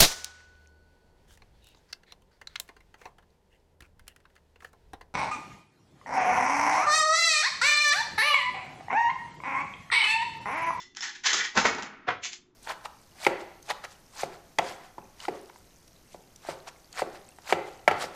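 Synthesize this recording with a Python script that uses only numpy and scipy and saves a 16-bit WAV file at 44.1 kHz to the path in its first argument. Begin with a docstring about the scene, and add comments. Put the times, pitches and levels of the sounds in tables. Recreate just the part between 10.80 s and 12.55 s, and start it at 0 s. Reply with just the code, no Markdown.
"""A plastic scoop stirs and digs through ice cubes in a ceramic bowl, in a fairly live room.
Dense tiny slips sound the ice, the hollow scoop and the bowl. Cubes tumble into a tall glass: chattering
contacts excite its thud and ring. The scoop knocks the rim as it is lifted away, and its ice slides and ticks.
Low room noise and a faint hum lie underneath; one narrow-band microphone feeds both channels."""
import sys
import numpy as np
from scipy import signal
from scipy.fft import rfft, irfft
from scipy.io import wavfile
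from scipy.ndimage import uniform_filter1d

SR = 44100
rng = np.random.default_rng(int(sys.argv[2]) if len(sys.argv) > 2 else 0)


def wav_record(signal):
    """Record a signal, one row per channel, as 16-bit PCM in the file named by sys.argv[1]."""
    frames = np.transpose(np.atleast_2d(signal))
    bounded = np.clip(frames, -1, 1)
    # unit amplitude maps onto the largest positive 16-bit level
    quanta = np.round(bounded * 32767).astype(np.int16)
    wavfile.write(sys.argv[1], SR, quanta)


N = 77175
T = np.arange(N) / SR  # [s]

# background noise colour: (frequency [Hz], level [dB per Hz])
FLOOR_COLOUR = [(20, -3.5), (60, -9.5), (150, -7.5), (260, -1.5), (400, -7), (520, -23.5), (1000, -20.5),
                (3000, -38.5), (8000, -43)]
FLOOR_DB, HUM_HZ, HUM_DB = -65.5, 362.5, -67

# room reverberation: (frequency [Hz], time to fall 60 dB [s])
ROOM_T60 = [(100, 0.57), (500, 0.39), (1500, 0.31), (3000, 0.4), (5000, 0.34), (8000, 0.25)]
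EARLY_DB, EARLY_S, ROOM_ONSET_S = -3, 0.02, 0.0038
# tail levels; the light sounds are ticks and ice sliding in the lifted scoop
ROOM_DB, LIGHT_ROOM_DB, BUMP_ROOM_DB = -5, -14, -7.5
EVEN_OVER_HZ = 40  # width over which the room's colour is evened out

# ice slides in the scoop: (time at full force [s], rise [s], hold [s], level [dB])
SLIDES = [(1.437, 0.022, 0.011, -32.5), (1.455, 0.016, 0.018, -34), (1.52, .03, 0.019, -43)]
# colour of the sliding ice: (frequency [Hz], level [dB per Hz])
SLIDE_COLOUR = [(300, -35.5), (700, -19.5), (1500, -10.5), (2350, 2.5), (3300, -0.5), (4300, -4),
                (5700, -5), (6800, 2.5), (7600, 1.5), (8600, -15.5)]
# sharp ticks of cube on cube: (time [s], level [dB])
TICKS = [(0.1495, -46), (0.1695, -28.5), (0.2075, -31.5), (0.2225, -29), (0.4645, -28), (0.532, -25),
         (0.787, -23), (0.948, -31.5), (1.0235, -30.5), (1.031, -32.5), (1.453, -27.5), (1.5315, -30)]
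TICK_DECAY_S = 0.002

# the scoop bumps the rim as it leaves: (time [s], level [dB])
BUMPS = [(1.2815, -32.5), (1.288, -17), (1.305, -24.5)]
# colour of the scoop's bump: (frequency [Hz], level [dB per Hz])
BUMP_COLOUR = [(30, -47), (70, -13), (140, -8.5), (240, -9), (470, -2), (600, -8.5), (715, 5.5), (850, -9),
               (1050, 3.5), (1500, 1), (2400, -5.5), (3400, -13.5), (5500, -25), (8000, -32.5)]
BUMP_DECAY_S, BUMP_RING_DB = 0.0047, -14.5

# cubes land in the glass and settle: (time [s], thud level [dB], bright crack level [dB])
KNOCKS = [(0.755, -32.5, -35.5), (0.7745, -13, -24.5), (0.785, -23, -30), (0.799, -32.5, -27.5),
          (0.8434, -35.5, -37.5), (0.8532, -16, -30.5), (0.858, -21, -28.5), (0.866, -28.5, -27.5),
          (0.93, -34, -42), (0.984, -31.5, -41.5), (0.994, -37.5, -77), (1.03, -33.5, -61.5),
          (1.061, -38.5, -52), (1.132, -49, -66)]
# colour of the thud: (frequency [Hz], level [dB per Hz])
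THUD_COLOUR = [(30, -19.5), (70, -11), (150, -9.5), (220, 2), (310, -10.5), (420, 1), (560, -5.5), (900, 4),
               (1500, -1.5), (2200, -3.5), (3000, -11.5), (5000, -16.5), (8000, -64)]
# ringing modes of the glass: (frequency [Hz], level [dB])
GLASS_MODES = [(204, -10.5), (472, 5), (593, -1.5), (710, 3.5), (815, -1.5), (893, 5), (985, -0.5),
               (1072, 9.5), (1148, -13.5), (1372, -13.5), (1412, 2), (1640, -11), (1856, -4.5), (2016, 7)]
# glass, board and table ring on dully after a landing: (frequency [Hz], level [dB per Hz])
AFTERRING_COLOUR = [(100, -12.5), (220, 2), (320, 1.5), (550, -12), (800, -3), (1400, 2.5), (2700, -8.5),
                    (3800, -23), (8000, -34.5)]
THUD_DECAY_S, CRACK_DECAY_S = 0.0081, 0.012  # chatter at each contact
GLASS_RING_DB, GLASS_T60_S = -16, 0.18
AFTERRING_DB, AFTERRING_T60_S = -12, 1
SWELL_DB, SWELL_S = -6.5, 0.023  # a soft noisy swell just before each blow
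IMPACT_DB = -8  # energy of a contact's first click, relative to its chatter

# the bowl is set ringing: (time [s], level [dB], tilt [dB per octave])
CLINKS = [(0.0005, -46, -3), (0.169, -54.5, -1), (0.207, -40.5, 11)]
# ringing modes of the bowl: (frequency [Hz], level [dB], time to fall 60 dB [s])
BOWL_MODES = [(1985, -7, .22), (2030, -9, .2), (3515, 0, .17), (5265, -3, .12), (5385, -2, .16)]
CLINK_PIVOT_HZ = 3500  # the tilt leaves this frequency unchanged

# ice rubs on ice and scoop:
# (time at full force [s], rise [s], hold [s], crunch [dB], scoop hollow [dB], bowl [dB])
STROKES = [(0.002, .01, 0.023, -49.5, -61.5, -80), (0.166, .02, .012, -46.5, -44, -72),
           (0.229, .04, 0.021, -35, -38, -79), (0.275, 0.024, 0.02, -42, -41.5, -70),
           (0.353, .02, 0.0073, -45.5, -48, -68.5), (0.438, .007, .008, -37.5, -34.5, -66),
           (0.459, .022, .012, -21, -38, -48.5), (0.48, .02, 0.039, -32.5, -31, -47.5),
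           (0.53, 0.0012, 0.014, -24, -39.5, -34.5), (0.577, 0.061, 0.027, -30.5, -30.5, -43.5),
           (0.607, 0.036, 0.0027, -45.5, -27.5, -47), (0.644, 0.027, 0.01, -33.5, -34.5, -70.5)]
STROKE_RISE_DB, RELEASE_DB_PER_S = 34.5, 700.5  # climb over one rise time; fall after the hold
GRAINS_PER_S, GRAIN_SPREAD_DB = 3100, 3
# colour of crunching ice: (frequency [Hz], level [dB per Hz])
CRUNCH_COLOUR = [(300, -28.5), (620, -26.5), (780, -5.5), (1100, -5), (1500, -3.5), (2500, -1), (3500, -1),
                 (4600, -2), (5500, -0.5), (6900, 0.5), (7600, 1.5), (8600, -15.5)]
# high ring of the cubes: (frequency [Hz], level [dB])
ICE_MODES = [(3580, -5), (4272, -2), (5046, -2), (5288, 1), (6010, -3), (6473, 1), (6783, 2)]
ICE_RING_DB, ICE_T60_S = -14.5, 0.15
# hollow of the scoop: (frequency [Hz], level [dB])
SCOOP_MODES = [(1480, -4), (1700, -2), (1850, 1.5), (2020, -0.5), (2330, -8.5), (3130, -6), (3450, -7.5)]
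SCOOP_T60_S = 0.038
# damped body of the bowl: (frequency [Hz], level [dB per Hz])
BOWL_COLOUR = [(50, -54), (120, -14), (190, -1), (300, -0.5), (440, 6.5), (560, 0), (850, -11), (1300, 11),
               (2500, -21.5)]

TREBLE_EDGE_HZ, CUTOFF_HZ = 6950, 8576  # microphone channel: roll-off, then cut


def from_db(db):
    """Decibels to amplitude gain."""
    return 10 ** (np.asarray(db) / 20)


def unit(x):
    """Scale to an energy of one."""
    return x / np.sqrt(np.sum(x ** 2) + 1e-20)


def at_hz(points, hz):
    """Read a table on a log-frequency axis."""
    f, v = np.transpose(points)
    return np.interp(np.log(np.maximum(hz, 1)), np.log(f), v)


def decay(t60, age=T):
    """Exponential fall of 60 dB in t60 seconds."""
    return np.exp(-np.log(1000) * age / t60)


def through(x, response):
    """Play x through an impulse response."""
    return signal.fftconvolve(x, response)[:N]


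def causal(gain):
    """Minimum-phase response: the quickest-dying one with these gains per frequency."""
    cepstrum = irfft(np.log(gain + 1e-9))
    half = len(cepstrum) // 2
    # fold the backward half of the cepstrum onto the forward half
    cepstrum[1:half] *= 2
    cepstrum[half + 1:] = 0
    return irfft(np.exp(rfft(cepstrum)))


def body(colour, size=4096):
    """Heavily damped response with the given colour."""
    hz = np.arange(size // 2 + 1) * SR / size
    return unit(causal(from_db(at_hz(colour, hz))))


def ringing(modes, t60):
    """Response of decaying modes of alternating sign, with the bass below them removed."""
    rings = np.zeros(N)
    for k, (hz, db) in enumerate(modes):
        rings += (-1) ** k * from_db(db) * np.cos(2 * np.pi * hz * T)
    no_bass = signal.butter(4, modes[0][0] / 2, "high", fs=SR, output="sos")
    return unit(signal.sosfilt(no_bass, rings * decay(t60)))


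def grains():
    """Rubbing as dense tiny slips of uneven size and random sign; rms 1."""
    size_db = GRAIN_SPREAD_DB * np.minimum(rng.exponential(1, N), 4)
    sizes = from_db(size_db) * rng.choice([-1, 1], N)
    slips = rng.random(N) < GRAINS_PER_S / SR
    return unit(sizes * slips) * np.sqrt(N)


def rub(rows):
    """Grains under strokes that rise, hold and die away, their powers adding."""
    power = np.zeros(N)
    for s, rise, hold, db in rows:
        below_db = STROKE_RISE_DB * np.maximum(s - T, 0) / rise
        release_db = RELEASE_DB_PER_S * np.maximum(T - s - hold, 0)
        power += from_db(db - below_db - release_db) ** 2
    return grains() * np.sqrt(power)


def contacts(rows, decay_s, swell=0):
    """Each contact is a click and a brief dying chatter, with an optional soft noisy swell before it."""
    force = np.zeros(N)
    for s, db in rows:
        lead_in = swell * np.clip(1 + (T - s) / SWELL_S, 0, 1) ** 2
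        swell_and_fall = np.where(T >= s, np.exp(-np.abs(T - s) / decay_s), lead_in)
        force += from_db(db) * swell_and_fall * rng.choice([-1, 1], N)
        force[int(s * SR)] += from_db(db + IMPACT_DB) * np.sqrt(decay_s * SR / 2)
    return force


def ice(force):
    """The bright crunch of cubes: a damped body plus their short high ring."""
    crunch = through(force, body(CRUNCH_COLOUR))
    ring = through(force, ringing(ICE_MODES, ICE_T60_S))
    return crunch + from_db(ICE_RING_DB) * ring


def background():
    """Low room noise, shaped from white noise, and a faint steady hum."""
    noise = through(rng.standard_normal(N), body(FLOOR_COLOUR))
    hum = np.sin(2 * np.pi * HUM_HZ * T)
    return from_db(FLOOR_DB) * noise + from_db(HUM_DB) * hum


def room(x, tail_db, size=131072):
    """Direct sound, quick reflections off the table and a diffuse tail, even in colour overall."""
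    edges = np.geomspace(40, 12000, 11)
    tail = np.zeros(N)
    for low, high in zip(edges, edges[1:]):
        band_filter = signal.butter(2, [low, high], "band", fs=SR, output="sos")
        band = signal.sosfilt(band_filter, rng.standard_normal(N))
        tail += band * decay(at_hz(ROOM_T60, np.sqrt(low * high)))
    onset = 1 - np.exp(-(T / ROOM_ONSET_S) ** 2)
    early = rng.standard_normal(N) * np.exp(-T / EARLY_S)
    response = from_db(tail_db) * unit(tail * onset) / np.sqrt(2)
    response += from_db(EARLY_DB) * unit(early * onset)
    response[0] += 1  # direct sound
    power = np.abs(rfft(response, size)) ** 2
    power = uniform_filter1d(power, int(EVEN_OVER_HZ * size / SR))
    evening = causal(np.sqrt(power.mean() / power))
    return through(through(x, response), evening)


def slides_and_ticks():
    """Ice slides in the lifted scoop as rubbing grains; cubes tick on cubes as short contacts."""
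    slides = through(rub(SLIDES), body(SLIDE_COLOUR))
    return slides + ice(contacts(TICKS, TICK_DECAY_S))


def bumps():
    """Plastic on the rim: a duller knock exciting the same glass modes."""
    force = contacts(BUMPS, BUMP_DECAY_S, from_db(SWELL_DB))
    ring = through(force, ringing(GLASS_MODES, GLASS_T60_S))
    return through(force, body(BUMP_COLOUR)) + from_db(BUMP_RING_DB) * ring


def knocks():
    """Cubes land: a hollow thud, the ring of the glass and what it stands on, a crack of ice."""
    s, thud_db, crack_db = np.transpose(KNOCKS)
    dying_noise = rng.standard_normal(N) * decay(AFTERRING_T60_S)
    afterring = unit(through(dying_noise, body(AFTERRING_COLOUR)))
    rings = from_db(GLASS_RING_DB) * ringing(GLASS_MODES, GLASS_T60_S)
    rings += from_db(AFTERRING_DB) * afterring
    force = contacts(zip(s, thud_db), THUD_DECAY_S, from_db(SWELL_DB))
    thud = through(force, body(THUD_COLOUR))
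    crack = ice(contacts(zip(s, crack_db), CRACK_DECAY_S, from_db(SWELL_DB)))
    return thud + through(force, rings) + crack


def clinks():
    """Touches leave the bowl's modes ringing, each with its own tilt between low and high modes."""
    out = np.zeros(N)
    for s, db, tilt_db in CLINKS:
        age = np.maximum(T - s, 0)  # the sine is silent until the touch
        for hz, mode_db, t60 in BOWL_MODES:
            gain = from_db(db + mode_db + tilt_db * np.log2(hz / CLINK_PIVOT_HZ))
            out += gain * np.sin(2 * np.pi * hz * age) * decay(t60, age)
    return out


def digging():
    """Each stroke crunches the ice and sounds the hollow of the scoop and the bowl."""
    s, rise, hold, crunch_db, scoop_db, bowl_db = np.transpose(STROKES)
    crunch = ice(rub(zip(s, rise, hold, crunch_db)))
    scoop = through(rub(zip(s, rise, hold, scoop_db)), ringing(SCOOP_MODES, SCOOP_T60_S))
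    bowl = through(rub(zip(s, rise, hold, bowl_db)), body(BOWL_COLOUR))
    return crunch + scoop + bowl


def scene():
    """All sources in the room, the same in both channels."""
    light = slides_and_ticks()
    mono = room(digging() + clinks() + knocks(), ROOM_DB)
    mono += room(light, LIGHT_ROOM_DB)
    mono += room(bumps(), BUMP_ROOM_DB)
    mono += background()
    return np.stack([mono, mono])


def record(dry):
    """A narrow-band microphone channel: the treble rolls off, then is cut."""
    roll_off = signal.butter(12, TREBLE_EDGE_HZ, fs=SR, output="sos")
    cut = signal.ellip(10, 0.5, 60, CUTOFF_HZ - 100, fs=SR, output="sos")
    return signal.sosfilt(cut, signal.sosfilt(roll_off, dry))


dry = scene()
out = record(dry)
wav_record(out)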